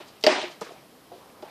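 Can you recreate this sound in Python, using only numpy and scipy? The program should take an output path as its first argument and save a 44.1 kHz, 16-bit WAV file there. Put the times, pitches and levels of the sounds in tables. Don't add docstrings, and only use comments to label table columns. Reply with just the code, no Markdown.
import sys
import numpy as np
from scipy import signal
from scipy.fft import rfft, irfft
from scipy.io import wavfile
from scipy.ndimage import uniform_filter1d

SR = 44100
rng = np.random.default_rng(int(sys.argv[2]) if len(sys.argv) > 2 else 0)


def magnitude_from_level(level_db):
    exponent = np.asarray(level_db, float) / 20
    return 10 ** exponent


def generate_wav(signal):
    frames = np.transpose(np.atleast_2d(signal))
    scaled = np.clip(frames, -1, 1) * 32767
    pcm = np.round(scaled).astype(np.int16)
    wavfile.write(sys.argv[1], SR, pcm)


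N = 66150

# (frequency [Hz], level [dB], T60 [s])
TOE_MODES = [(441, 0, .12), (614, -2, .12), (290, -12, .1), (800, -16, .1)]
KICK_MODES = [(360, -9, .3), (428, -10, .2), (616, 1, .35), (806, -11, .3), (275, -12, .2), (694, -14, .2),
              (1150, -24, .06), (1840, -6, .04), (2830, -12, .05), (4970, -10, .02)]
BUMP_MODES = [(458, 0, .09), (872, -1, .044), (1227, -3, .04), (600, -3, .06), (985, -10, .08),
              (190, -4, .12)]
ROLL_MODES = [(366, -3, 1.5), (520, 3, .07), (694, -1, .4)]
TAP_MODES = [(608, 0, .4), (818, -4, .25), (370, -2, .25), (455, -5, .2), (1373, -14, .09)]
# (time [s], ring level [dB], ring held [s], slap level [dB], garden tail level [dB])
EARLIER_HIT = (.0005, -41, .012, -52, -47)
TOE_HIT = (.2377, -17, .021, -10.5, -28)
KICK_HIT = (.2652, -9, .019, -9, -20)
BUMP_HIT = (.6125, -25.5, .016, -40, -42)
ROLL_HIT = (1.1155, -41, .036, -65, -56)
TAP_HIT = (1.4245, -35, .016, -48, -52)
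# (delay [s], level [dB])
KICK_ECHOES = [
    (.029, -18),
    (.110, -22),
    (.162, -21),
]
# (frequency [Hz], width [Hz], level [dB])
SKIN_BANDS = [(2100, 700, -3), (2850, 1000, -2), (3900, 900, -3), (4600, 900, -2), (6800, 4000, -24),
              (11500, 7000, -30)]
# (frequency [Hz], T60 [s])
GARDEN_T60 = [(200, .7), (500, .6), (1200, .7), (3000, .75), (6000, .62), (11000, .6)]
# (frequency [Hz], density [dB per Hz])
GARDEN_COLOUR = [(120, -26), (250, -8), (366, -5), (810, -4), (1430, -9), (2820, -9), (5100, -14),
                 (6300, -25), (8000, -30), (11000, -52)]
# (time [s], rise [s], fall [s], level [dB], centre [Hz])
SCUFFS = [(.035, .015, .03, -54, 1800), (.088, .02, .015, -55, 4500), (.212, .002, .01, -51, 4800),
          (.228, .001, .008, -42, 4000), (.418, .02, .025, -36, 2800), (.52, .02, .02, -53, 4500),
          (.611, .001, .006, -40, 4800), (.617, .001, .004, -47, 9000), (.65, .03, .04, -53, 5000),
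          (.67, .01, .01, -45, 1200), (.72, .03, .02, -49, 600), (.73, .02, .01, -58, 4800),
          (1.12, .002, .02, -46, 560), (1.16, .01, .08, -52, 370), (.325, .01, .02, -31, 1800),
          (.266, .004, .012, -30, 110), (1.24, .05, .06, -54, 800), (1.425, .001, .006, -47, 2800),
          (1.17, .04, .1, -62, 3500), (1.30, .002, .01, -58, 2200), (1.39, .04, .06, -55, 900),
          (1.45, .01, .08, -50, 700), (1.485, .01, .02, -56, 1600)]
# (frequency [Hz], density [dB per Hz])
TOWN_COLOUR = [(30, -24), (60, -18), (140, -6), (300, -5), (750, -8), (1700, -20), (5200, -22), (6200, -29),
               (14500, -25)]
# (time [s], level [dB], frequency [Hz], T60 [s])
THUMPS = [(.290, -21, 650, .12), (.296, -21, 370, .14), (.315, -25, 280, .08), (.382, -28, 400, .08),
          (.324, -22, 830, .05), (.345, -27, 830, .08), (.440, -32, 355, .2), (.499, -34, 640, .03),
          (.518, -33, 600, .02), (.636, -35, 330, .03), (.666, -35, 470, .04), (.668, -35, 1100, .03),
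          (.691, -34, 400, .02), (.692, -38, 1100, .02), (.707, -34, 650, .05), (.718, -35, 400, .04),
          (.735, -43, 650, .04), (.761, -41, 770, .06), (1.18, -46, 560, .05), (1.258, -46, 850, .04),
          (1.475, -45, 850, .05)]

SLAP_RISE_S, SLAP_T60_S, SLAP_LOW_HZ = .0007, .042, 1700
SNAP = 1.6
RING_LAG_S, RING_RISE_S, LET_GO_T60_S = .0017, .001, .02
ECHO_DULL_HZ = 2500
GARDEN_FILLS_S, GARDEN_PATCHY_DB = .006, 2.6
GARDEN_EDGE_S, BEYOND_T60_S = .17, 1.0
SCUFF_GRAIN_DB, SCUFF_WIDTH = 2.2, .9
TOWN_DB = -53
MIC_LOW_HZ, TOP_HZ = 230, 14600
STARVE_HZ, STARVE_DB = 10000, -60
LOUD_DB = -32


def band(x, hz, width):
    sharpness = max(hz / width, .3)
    return signal.lfilter(*signal.iirpeak(min(hz, .45 * SR), sharpness, fs=SR), x)


def two_bands(x, hz, width):
    return band(band(x, hz, width), hz, width)


def high_pass(x, order, hz):
    return signal.sosfilt(signal.butter(order, hz, "high", fs=SR, output="sos"), x)


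def across(table, hz):
    table_hz, values = np.array(table).T
    return np.interp(np.log(hz), np.log(table_hz), values)


def fade(t, t60):
    return magnitude_from_level(-60 * np.maximum(t, 0) / t60)


def walk(rate):
    k = int(SR / rate)
    steps = np.repeat(rng.standard_normal(N // k + 1), k)
    return 1.3 * uniform_filter1d(uniform_filter1d(steps, k), k)[:N]


def late(x, s):
    return np.pad(x, (int(s * SR), 0))[:N]


def town():
    out, swell = 0, walk(2)
    for hz in 25 * 2 ** np.arange(0, 9.3, 1 / 3):
        wander_db = (.6 * swell + 1.5 * walk(12)) * min(1500 / hz, 1)
        noise = two_bands(rng.standard_normal(N), hz, hz / 3)
        out = out + magnitude_from_level(across(TOWN_COLOUR, hz) + wander_db) * noise
    return out / out.std() * magnitude_from_level(TOWN_DB)


def garden():
    t = np.arange(N) / SR
    out, power = 0, 0
    bursts_db = 1.5 * walk(90)
    for hz in 150 * 2 ** np.arange(0, 6.3, 1 / 3):
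        noise = magnitude_from_level(across(GARDEN_COLOUR, hz)) * two_bands(rng.standard_normal(N), hz, hz / 3)
        noise = noise * magnitude_from_level(GARDEN_PATCHY_DB * walk(40) + bursts_db)
        out = out + noise * fade(t, across(GARDEN_T60, hz))
        power = power + noise.var()
    fill = np.minimum(t / GARDEN_FILLS_S, 1)
    return out * fade(t - GARDEN_EDGE_S, BEYOND_T60_S) * fill / np.sqrt(power)


def air_ring(modes, held):
    t = np.maximum(np.arange(N) / SR - RING_LAG_S, 0)
    ring = sum(magnitude_from_level(db) * np.sin(2 * np.pi * hz * t) * fade(t, t60) for hz, db, t60 in modes)
    return ring * np.minimum(t / RING_RISE_S, 1) * fade(t - held, LET_GO_T60_S)


def skin_slap():
    t = np.arange(N) / SR
    burst = rng.standard_normal(N) * np.minimum(t / SLAP_RISE_S, 1) * fade(t, SLAP_T60_S)
    burst = burst * (1 + SNAP * fade(t, .006))
    slap = 3 * sum(magnitude_from_level(db) * two_bands(burst, hz, width) for hz, width, db in SKIN_BANDS)
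    return high_pass(slap, 4, SLAP_LOW_HZ)


def ball(hit, modes, echoes=()):
    start, ring_db, held, slap_db, tail_db = hit
    direct = magnitude_from_level(ring_db) * air_ring(modes, held) + magnitude_from_level(slap_db) * skin_slap()
    dull = signal.lfilter(*signal.butter(2, ECHO_DULL_HZ, fs=SR), direct)
    returned = sum(magnitude_from_level(db) * late(dull, s) for s, db in echoes)
    return late(direct + magnitude_from_level(tail_db) * garden() + returned, start)


def feet():
    t, out = np.arange(N) / SR, 0
    for s, rise, fall, db, hz in SCUFFS:
        grains = rng.standard_normal(N) * magnitude_from_level(SCUFF_GRAIN_DB * rng.exponential(size=N))
        grains = two_bands(grains, hz, SCUFF_WIDTH * hz)
        shape = np.exp(-np.where(t < s, ((s - t) / rise) ** 2, (t - s) / fall))
        out = out + magnitude_from_level(db) * shape * grains / grains.std()
    return out


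def echo_thumps():
    t, out = np.arange(N) / SR, 0
    for s, db, hz, t60 in THUMPS:
        note = np.sin(2 * np.pi * hz * np.maximum(t - s, 0)) * fade(t - s, t60)
        out = out + magnitude_from_level(db) * note * np.clip((t - s) / .002, 0, 1)
    return out


def scene():
    hits = ball(EARLIER_HIT, TAP_MODES) + feet()
    hits = hits + ball(TOE_HIT, TOE_MODES) + ball(KICK_HIT, KICK_MODES, KICK_ECHOES) + echo_thumps()
    hits = hits + ball(BUMP_HIT, BUMP_MODES) + ball(ROLL_HIT, ROLL_MODES) + ball(TAP_HIT, TAP_MODES)
    return np.tile(high_pass(hits, 3, MIC_LOW_HZ) + town(), (2, 1))


def roll_off(x):
    return signal.sosfilt(signal.butter(12, 15610, fs=SR, output="sos"), x)


def record(dry):
    cut = signal.sosfilt(signal.ellip(8, .2, 70, TOP_HZ, fs=SR, output="sos"), dry)
    kept = cut
    power_before = uniform_filter1d(cut ** 2, size=3072, origin=1200)
    spectrum, hz = rfft(cut), np.arange(N // 2 + 1) * SR / N
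    for low_hz in STARVE_HZ + 700 * np.arange(8):
        part = irfft(spectrum * ((hz >= low_hz) & (hz < low_hz + 700)), N)
        weak = uniform_filter1d(part ** 2, size=1024) < magnitude_from_level(2 * STARVE_DB)
        after_loud = power_before > magnitude_from_level(2 * (LOUD_DB + 2.5 * walk(25)))
        kept = kept - part * uniform_filter1d(1. * (weak & after_loud), size=256)
    return roll_off(np.clip(kept, -1, 1))


dry = scene()
out = record(dry)
generate_wav(out)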